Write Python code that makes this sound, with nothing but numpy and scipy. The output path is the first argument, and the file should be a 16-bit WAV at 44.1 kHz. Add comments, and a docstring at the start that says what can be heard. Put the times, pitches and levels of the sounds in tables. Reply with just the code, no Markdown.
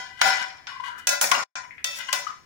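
"""A steel spoon stirs nuts in hot fat in a steel pan, close by and a little to the left.
The pan is already ringing over a low room rumble when the spoon strikes and drags across the base.
More blows follow: each cracks, then pan and spoon ring on. In between, the spoon scrapes, nuts slide
and knock, and the fat spits faintly. Just past halfway the sound cuts out for a moment.
It returns on ringing steel, with two more blows, one more spit and a few last knocks."""
import sys
import numpy as np
from scipy import signal
from scipy.fft import rfft, irfft
from scipy.io import wavfile

SR = 44100
rng = np.random.default_rng(int(sys.argv[2]) if len(sys.argv) > 2 else 0)


def master(y):
    """Save y as 16-bit WAV."""
    cut = np.clip(np.atleast_2d(y).T, -1, 1)
    pcm = np.round(cut * 32767)  # scale
    wavfile.write(sys.argv[1], SR, pcm.astype(np.int16))


N = 108045
T = np.arange(N) / SR
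HZ = np.maximum(np.arange(N // 2 + 1) * SR / N, 1)

# The spoon's blows; the row at 1.553 s is the steel ring returning briefly after the cut-out.
# A fade is the time to die away by 60 dB; crack, pan and spoon add to the band levels.
# start_s, hold_s, fade_s, crack_db, pan_db, spoon_db, place (0 base, 1 wall),
# corner (0 spoon's edge, 1 its corner), then level_db for each band
BLOWS_AND_RING = [(-.03, 0.022, 0.52, -32, 10, -48, 0.33, 0.29, -41.5, -43.5, -32.5, -38, -50),
                  (0.2136, 0.068, 0.66, 12.5, 0, -11, 0.12, 0, -25, -22, -19.5, -26.5, -30),
                  (.669, 0.0013, 0.55, 10.5, -3, 0, 0.055, 0.38, -55, -38.5, -36, -48, -70),
                  (1.070, 0.055, 0.45, 14.5, 5, 4, 0.66, 0.11, -33.5, -35.5, -28, -23.5, -24.5),
                  (1.2115, 0.018, 0.5, 5.5, -14, -6.5, 0.82, 0.36, -24.5, -22, -22.5, -19, -14.5),
                  (1.3139, 0.031, 0.72, 16.5, -7, -9, 1, 0, -26, -26, -26.5, -26.5, -33),
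                  (1.553, 0.027, 0.25, 6, -3.5, -5, 1, 0.17, -41, -32.5, -37.5, -34, -65),
                  (1.8424, 0.024, 0.98, 15.5, -7, 6, 1, 0.83, -46.5, -41, -30.5, -30.5, -33.5),
                  (2.127, 0.02, 0.53, 13, -1, -6, 1, 0.9, -32.5, -33.5, -24.5, -25.5, -26)]
# Five bands, from low to high: pitch_hz
BANDS_HZ = [700, 1400, 3000, 6000, 12000]
# How long each band rings: multiple of the row's fade_s
BAND_FADES = [0.91, 1.21, 0.91, 0.88, 0.52]
RISE_S, CHOKE = .0017, .36  # each new row damps this share of what still rings
CRACK_SHAPE_S = dict(rise=.0006, hold=.002, fade=.03)


def blows_and_ring():
    """A blow cracks, then pan and spoon ring; one row is just the ring returning after the cut-out."""
    out = np.zeros((2, N))
    rings, cracks = steel_bands()
    pan, spoon = pan_notes(), spoon_notes()
    for start, hold, fade, crack_db, pan_db, spoon_db, place, corner, *band_db in BLOWS_AND_RING:
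        span = slice(max(int(start * SR), 0), int(start * SR) + SR)
        age = np.maximum(T[span] - start, 0)
        rise = 1 - np.exp(-age / RISE_S)
        dying = lambda seconds: rise * np.exp(-np.log(1000) * np.maximum(age - hold, 0) / seconds)
        strength = lambda hz: gain(read_at(list(zip(BANDS_HZ, band_db)), hz))
        snap = gain(crack_db) * envelope(start, **CRACK_SHAPE_S)[span]
        out[:, span] *= 1 - CHOKE * rise
        for hz, ring, crack, share in zip(BANDS_HZ, rings, cracks, BAND_FADES):
            out[:, span] += strength(hz) * (ring[:, span] * dying(fade * share) + crack[:, span] * snap)
        stretch = fade / .7  # the notes last longer when the steel rings freely
        for notes, level_db, contact in (pan, pan_db, place), (spoon, spoon_db, corner):
            for hz, note_fade, contact_db, wave in notes:
                level = strength(hz) * gain(level_db + np.interp(contact, [0, 1], contact_db))
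                out[:, span] += level * dying(note_fade * stretch) * wave[:, span]
    return out


# The spoon bouncing just after a blow: start_s, strength_db (compared with the ring)
BOUNCES = [(.250, -20), (1.090, 9), (1.24, -3)]
# How the microphone colours the crack and dense ring: pitch_hz, level_db
MIC_COLOUR = [(200, -10), (420, -14), (750, 3.5), (1200, -6.5), (2400, -1.5), (4200, 0), (6200, 15.5),
              (7800, 4.5), (9500, 1.5), (13000, -14.5), (15500, -5.5)]
BASS_HZ = 517  # below this the steel gives off less sound
OVERTONE_GAP_HZ, OVERTONE_WIDTH_HZ = 89.8, 70  # the gap is an average


def steel_bands():
    """Struck steel, band by band: crowded overtones for the ring and smooth noise for the crack."""
    bass_cut = (gain(9) + 1 / (1 + (BASS_HZ / HZ) ** 6)) * np.minimum(HZ / 220, 1) ** 2
    colour = gain(read_at(MIC_COLOUR, HZ)) * sides(read_at(BALANCE, HZ)) * bass_cut
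    chosen = rng.random(len(HZ)) < SR / N / OVERTONE_GAP_HZ
    peaks = chosen * gain(3.5 * rng.standard_normal(len(HZ)))
    overtones = unit(np.convolve(peaks, np.hanning(int(OVERTONE_WIDTH_HZ * N / SR)), "same"))
    steel = gain(-9) + overtones * np.clip(HZ / BANDS_HZ[2], 0, 1) ** 2  # peaks on a smooth bed
    bands = [np.interp(np.log(HZ), np.log(BANDS_HZ), row) * colour for row in np.eye(len(BANDS_HZ))]
    bounce = 1 + sum(gain(db) * envelope(start, **CRACK_SHAPE_S) for start, db in BOUNCES)
    rings = [unit(filtered(stereo_noise(), band * steel)) * nut_rattle() * bounce for band in bands]
    cracks = [unit(filtered(stereo_noise(), band)) for band in bands]
    cracks[0] *= gain(-10.5)  # the crack has little bass
    return rings, cracks


# The pan's own notes: pitch_hz, fade_s (before a blow stretches it), base_hit_db, wall_hit_db
PAN_NOTES = [(620, 0.31, -12.5, -13), (766, 0.72, 1, -22.5), (961, 0.87, -4.5, -33), (992, 0.8, -6.5, -3),
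             (1025, 0.75, -16, 2.5), (1445, 0.53, -3, 0.5), (1506, 0.61, -1, -5), (1720, 0.73, -7, -7.5),
             (2000, 0.72, -6.5, -1.5), (2416, 0.55, -15.5, -23.5), (3154, 0.7, -11, -30.5)]


def pan_notes():
    """The pan vibrates at fixed pitches; where it is hit decides how strong each one is."""
    return [(hz, fade, contact_db, steel_note(hz)) for hz, fade, *contact_db in PAN_NOTES]


# The spoon's own notes: pitch_hz, edge_hit_db, corner_hit_db
SPOON_NOTES = [(577, 1, 0.5), (1325, -33, 1), (1418, 11, -24), (1625, 2, -23), (1940, -26.5, 3.5),
               (2596, -0.5, -22.5), (2630, -28.5, -1), (3224, -26.5, -9.5), (3570, -12.5, -7),
               (3980, -6.5, -26), (4550, -11.5, -16.5), (6090, -11, -36.5)]


def spoon_notes(base_fade_s=.47):
    """The spoon vibrates too; the part that hits decides how strong each note is."""
    return [(hz, base_fade_s, contact_db, steel_note(hz)) for hz, *contact_db in SPOON_NOTES]


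# How far to the left the steel sounds: pitch_hz, left_minus_right_db
BALANCE = [(300, 1.5), (700, 4.5), (1400, 13.5), (3000, 4), (12000, 0)]


def steel_note(hz, shimmer=.67, shimmers_per_s=45):
    """One ringing note, wavering differently in each microphone."""
    phase = 2 * np.pi * rng.random() + .5 * rng.standard_normal((2, 1))
    steps = rng.standard_normal((2, 256)) + 1j * rng.standard_normal((2, 256))
    waver = 1 + shimmer * np.array([np.interp(T * shimmers_per_s, np.arange(256), s) for s in steps])
    wave = np.imag(waver * np.exp(1j * (phase + 2 * np.pi * hz * T)))
    return np.sqrt(2) * sides(read_at(BALANCE, hz)) * wave


def nut_rattle(jolts_per_s=70, depth=.45, settle_s=.005):
    """Loose nuts jolt the ringing pan at random, so its loudness jumps and falls back."""
    jolts = (rng.random(N) < jolts_per_s / SR) * rng.exponential(size=N)
    return unit(1 + depth * signal.lfilter([1], [1, -np.exp(-1 / (settle_s * SR))], jolts))


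# One drag of the spoon: start_s, rise_s, hold_s, fade_s, pitch_hz, level_db
SPOON_DRAG = (.234, .015, .042, .27, 769, -14.5)


def drag():
    """The spoon drags over the base, and the pan's low note swells and fades."""
    start, rise, hold, fade, hz, db = SPOON_DRAG
    note = np.sqrt(2) * np.sin(2 * np.pi * hz * T)
    return gain(db) * sides(read_at(BALANCE, hz)) * envelope(start, rise, hold, fade) * note


# Nuts hitting the pan: start_s, pitch_hz, level_db, swell_s (half the time to the peak),
# click_db (compared with the note)
NUT_KNOCKS = [(0.413, 1473, -28.5, 0.0088, 7), (0.797, 1010, -21, 0.003, -13.5),
              (.834, 1092, -25, 0.0042, -4), (.873, 986, -26, 0.0085, -1.5),
              (1.316, 1086, -7.5, 0.0021, -7), (1.346, 2780, -16.5, 0.0022, -4),
              (1.630, 985, -34.5, 0.0074, -5), (2.002, 2020, -28, 0.0034, 3),
              (2.083, 1030, -25, 0.0051, 4.5), (2.082, 2853, -26, 0.0022, -29),
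              (2.128, 1057, -19, 0.0033, 1), (2.266, 1260, -16, 0.002, -14),
              (2.302, 1227, -24.5, 0.0019, -21)]


def knocks(wobble_hz=120.4):
    """A nut meets the pan: a click and a short, unsteady hollow note."""
    out = np.zeros(N)
    pan_noise = unit(loaded_pan(rng.standard_normal(N)))
    wobble = .13 * unit(filtered(rng.standard_normal(N), 1 / (1 + (HZ / wobble_hz) ** 2)))
    for start, hz, db, swell, click_db in NUT_KNOCKS:
        age = np.maximum(T - start, 0)
        loudness = (age / swell / 2) ** 2 * np.exp(2 - age / swell)
        note = np.sqrt(2) * loudness * np.sin(2 * np.pi * hz * age + wobble * hz / 1000)
        click = gain(click_db) * pan_noise * envelope(start, rise=.0023, hold=.012, fade=.015)
        out += gain(db) * (note + click)
    return kitchen(out, left_db=22, echo_db=-5)


# How loud the scraping is: time_s, level_db
SCRAPE_LEVELS = [(0.17, -45), (.195, -28.5), (.41, -25), (.47, -53), (.65, -63.5), (.69, -31),
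                 (.825, -52.5), (.86, -25.5), (.93, -51.5), (.99, -39), (1.05, -50.5), (1.82, -63),
                 (1.94, -56), (1.995, -26.5), (2.05, -41), (2.09, -36), (2.37, -63)]
CONTACTS = dict(per_s=980, scatter_db=3.5)


def scrape():
    """The spoon sticks and slips through the nuts; the tiny contacts ring the pan."""
    contacts = tiny_clicks(**CONTACTS)
    scraping = loaded_pan(contacts * level_curve(SCRAPE_LEVELS)) / np.std(loaded_pan(contacts))
    return kitchen(scraping, left_db=16, echo_db=-3)


# Pitches the full pan brings out: pitch_hz, width_hz, level_db
PAN_RESONANCES = [(1030, 67, 2.5), (1561, 65, 11.5), (1986, 28, 14), (2435, 47, 2), (2927, 80, 7.5),
                  (3670, 730, -17), (5600, 800, -28)]


def loaded_pan(x, low_hz=645, top_hz=6900):
    """The pan resonates when touched, damped by the food in it."""
    peaks = sum(gain(db) / (1 + 1j * (HZ / hz - hz / HZ) * hz / width)
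                for hz, width, db in PAN_RESONANCES)
    middle = 1j * HZ / (1j * HZ + low_hz) / (1 + 1j * HZ / top_hz)
    return filtered(x, peaks * middle ** 2)


# Nuts sliding in the fat: start_s, hold_s, pitch_hz, width_hz, level_db
NUT_SLIDES = [(0.694, .08, 1072, 52.4, -36.5), (0.869, 0.12, 1534, 216, -37),
              (1.339, 0.067, 1128, 200, -25.5), (1.704, 0.0093, 2090, 254, -33.5),
              (1.777, 0.011, 2070, 420, -37), (2.264, 0.034, 1372, 295, -35.5)]


def slides(sink_octaves_per_s=.55):
    """Oily nuts slide in a heap: tiny contacts in a hollow tone that sinks as the heap spreads."""
    out = np.zeros(N)
    for start, hold, hz, width, db in NUT_SLIDES:
        smooth = 1 / (1 + 1j * HZ / width) ** 2
        flutter = [unit(filtered(tiny_clicks(**CONTACTS), smooth)) for _ in range(2)]
        pitch = hz * 2 ** (-sink_octaves_per_s * np.maximum(T - start, 0))
        phase = 2 * np.pi * np.cumsum(pitch) / SR
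        hollow = flutter[0] * np.cos(phase) + flutter[1] * np.sin(phase)
        out += gain(db) * envelope(start, RISE_S, hold, fade=.11) * hollow
    return kitchen(out, left_db=16, echo_db=-3)


# Spits of hot fat: peak_s, width_s, level_db
FAT_SPITS = [(0.992, 0.0084, -41.5), (1.976, 0.018, -31)]
# The tone of their crackle: pitch_hz, level_db
FAT_COLOUR = [(1500, -16.5), (6000, -4), (15500, -13.5)]


def fat():
    """Frying fat spits in short spurts of fine crackle."""
    spurts = sum(gain(db) * np.exp(-.5 * ((T - peak) / width) ** 2) for peak, width, db in FAT_SPITS)
    crackle = unit(filtered(tiny_clicks(per_s=23000, scatter_db=8.5), gain(read_at(FAT_COLOUR, HZ))))
    return kitchen(spurts * crackle, left_db=4.5, echo_db=-11)


def kitchen(x, left_db, echo_db):
    """Place a sound to the left and add the kitchen's short echo."""
    tail = (stereo_noise() * envelope(start=.009, rise=.0013, hold=0, fade=.27))[:, :SR]
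    tail /= np.sqrt(np.sum(tail ** 2, axis=1, keepdims=True))
    echo = signal.fftconvolve(x[None], tail, axes=1)[:, :N]
    return sides(left_db) * x + gain(echo_db) * sides(left_db * .23) * echo


# The tone of the room: pitch_hz, level_db
RUMBLE_COLOUR = [(50, -5), (88, 3), (300, -5.5), (1500, -19.5), (4000, -28), (16000, -31)]


def room_rumble(level_db=-55):
    """The room rumbles, low and steady."""
    return gain(level_db) * unit(filtered(stereo_noise(), gain(read_at(RUMBLE_COLOUR, HZ))))


def gain(db):
    """Turn decibels into a multiplier."""
    return 10 ** (np.asarray(db) / 20)


def unit(x):
    """Scale to an average power of 1."""
    return x / np.sqrt(np.mean(x ** 2))


def read_at(points, hz):
    """Read between (pitch_hz, value) points, with octaves evenly spaced."""
    pitches, values = np.array(points, float).T
    return np.interp(np.log(hz), np.log(pitches), values)


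def level_curve(points):
    """Gain over time from (time_s, level_db) points."""
    return gain(np.interp(T, *np.array(points, float).T))


def filtered(x, gains):
    """Turn each frequency up or down."""
    return irfft(rfft(x) * gains, N)


def sides(db):
    """Left and right gains for a level difference."""
    pair = gain(np.array([[1], [-1]]) * db / 2)
    return pair / np.sqrt(np.mean(pair ** 2, axis=0))


def stereo_noise(likeness=.15):
    """Two partly alike noises."""
    shared = np.sqrt(likeness) * rng.standard_normal(N)
    return shared + np.sqrt(1 - likeness) * rng.standard_normal((2, N))


def envelope(start, rise, hold, fade):
    """Rise, hold, then die away; all in seconds."""
    age = np.maximum(T - start, 0)
    return (1 - np.exp(-age / rise)) * np.exp(-np.log(1000) * np.maximum(age - hold, 0) / fade)


def tiny_clicks(per_s, scatter_db):
    """Random clicks of scattered size."""
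    clicks = (rng.random(N) < per_s / SR) * rng.choice([-1, 1], N)
    return unit(clicks * gain(scatter_db * rng.standard_normal(N)))


def scene(left_late_s=.0009):
    """Spoon, nuts and fat reach the left microphone a moment late; the drag and room are added on top."""
    left, right = blows_and_ring() + knocks() + slides() + scrape() + fat()
    left = np.pad(left, (int(left_late_s * SR), 0))[:N]
    return np.array([left, right]) + drag() + room_rumble()


# The brief gap; the first and last levels hold before and after it: time_s, level_db
CUT_OUT = [(1.436, -6), (1.441, -23), (1.47, -52.5), (1.553, -67.5), (1.556, -6.5)]


def record(dry, top_hz=16000):
    """The sound cuts out briefly, and the highest treble is removed."""
    treble_cut = signal.ellip(8, .2, 70, top_hz, fs=SR, output="sos")
    return signal.sosfilt(treble_cut, dry * level_curve(CUT_OUT))


dry = scene()
out = record(dry)
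master(out)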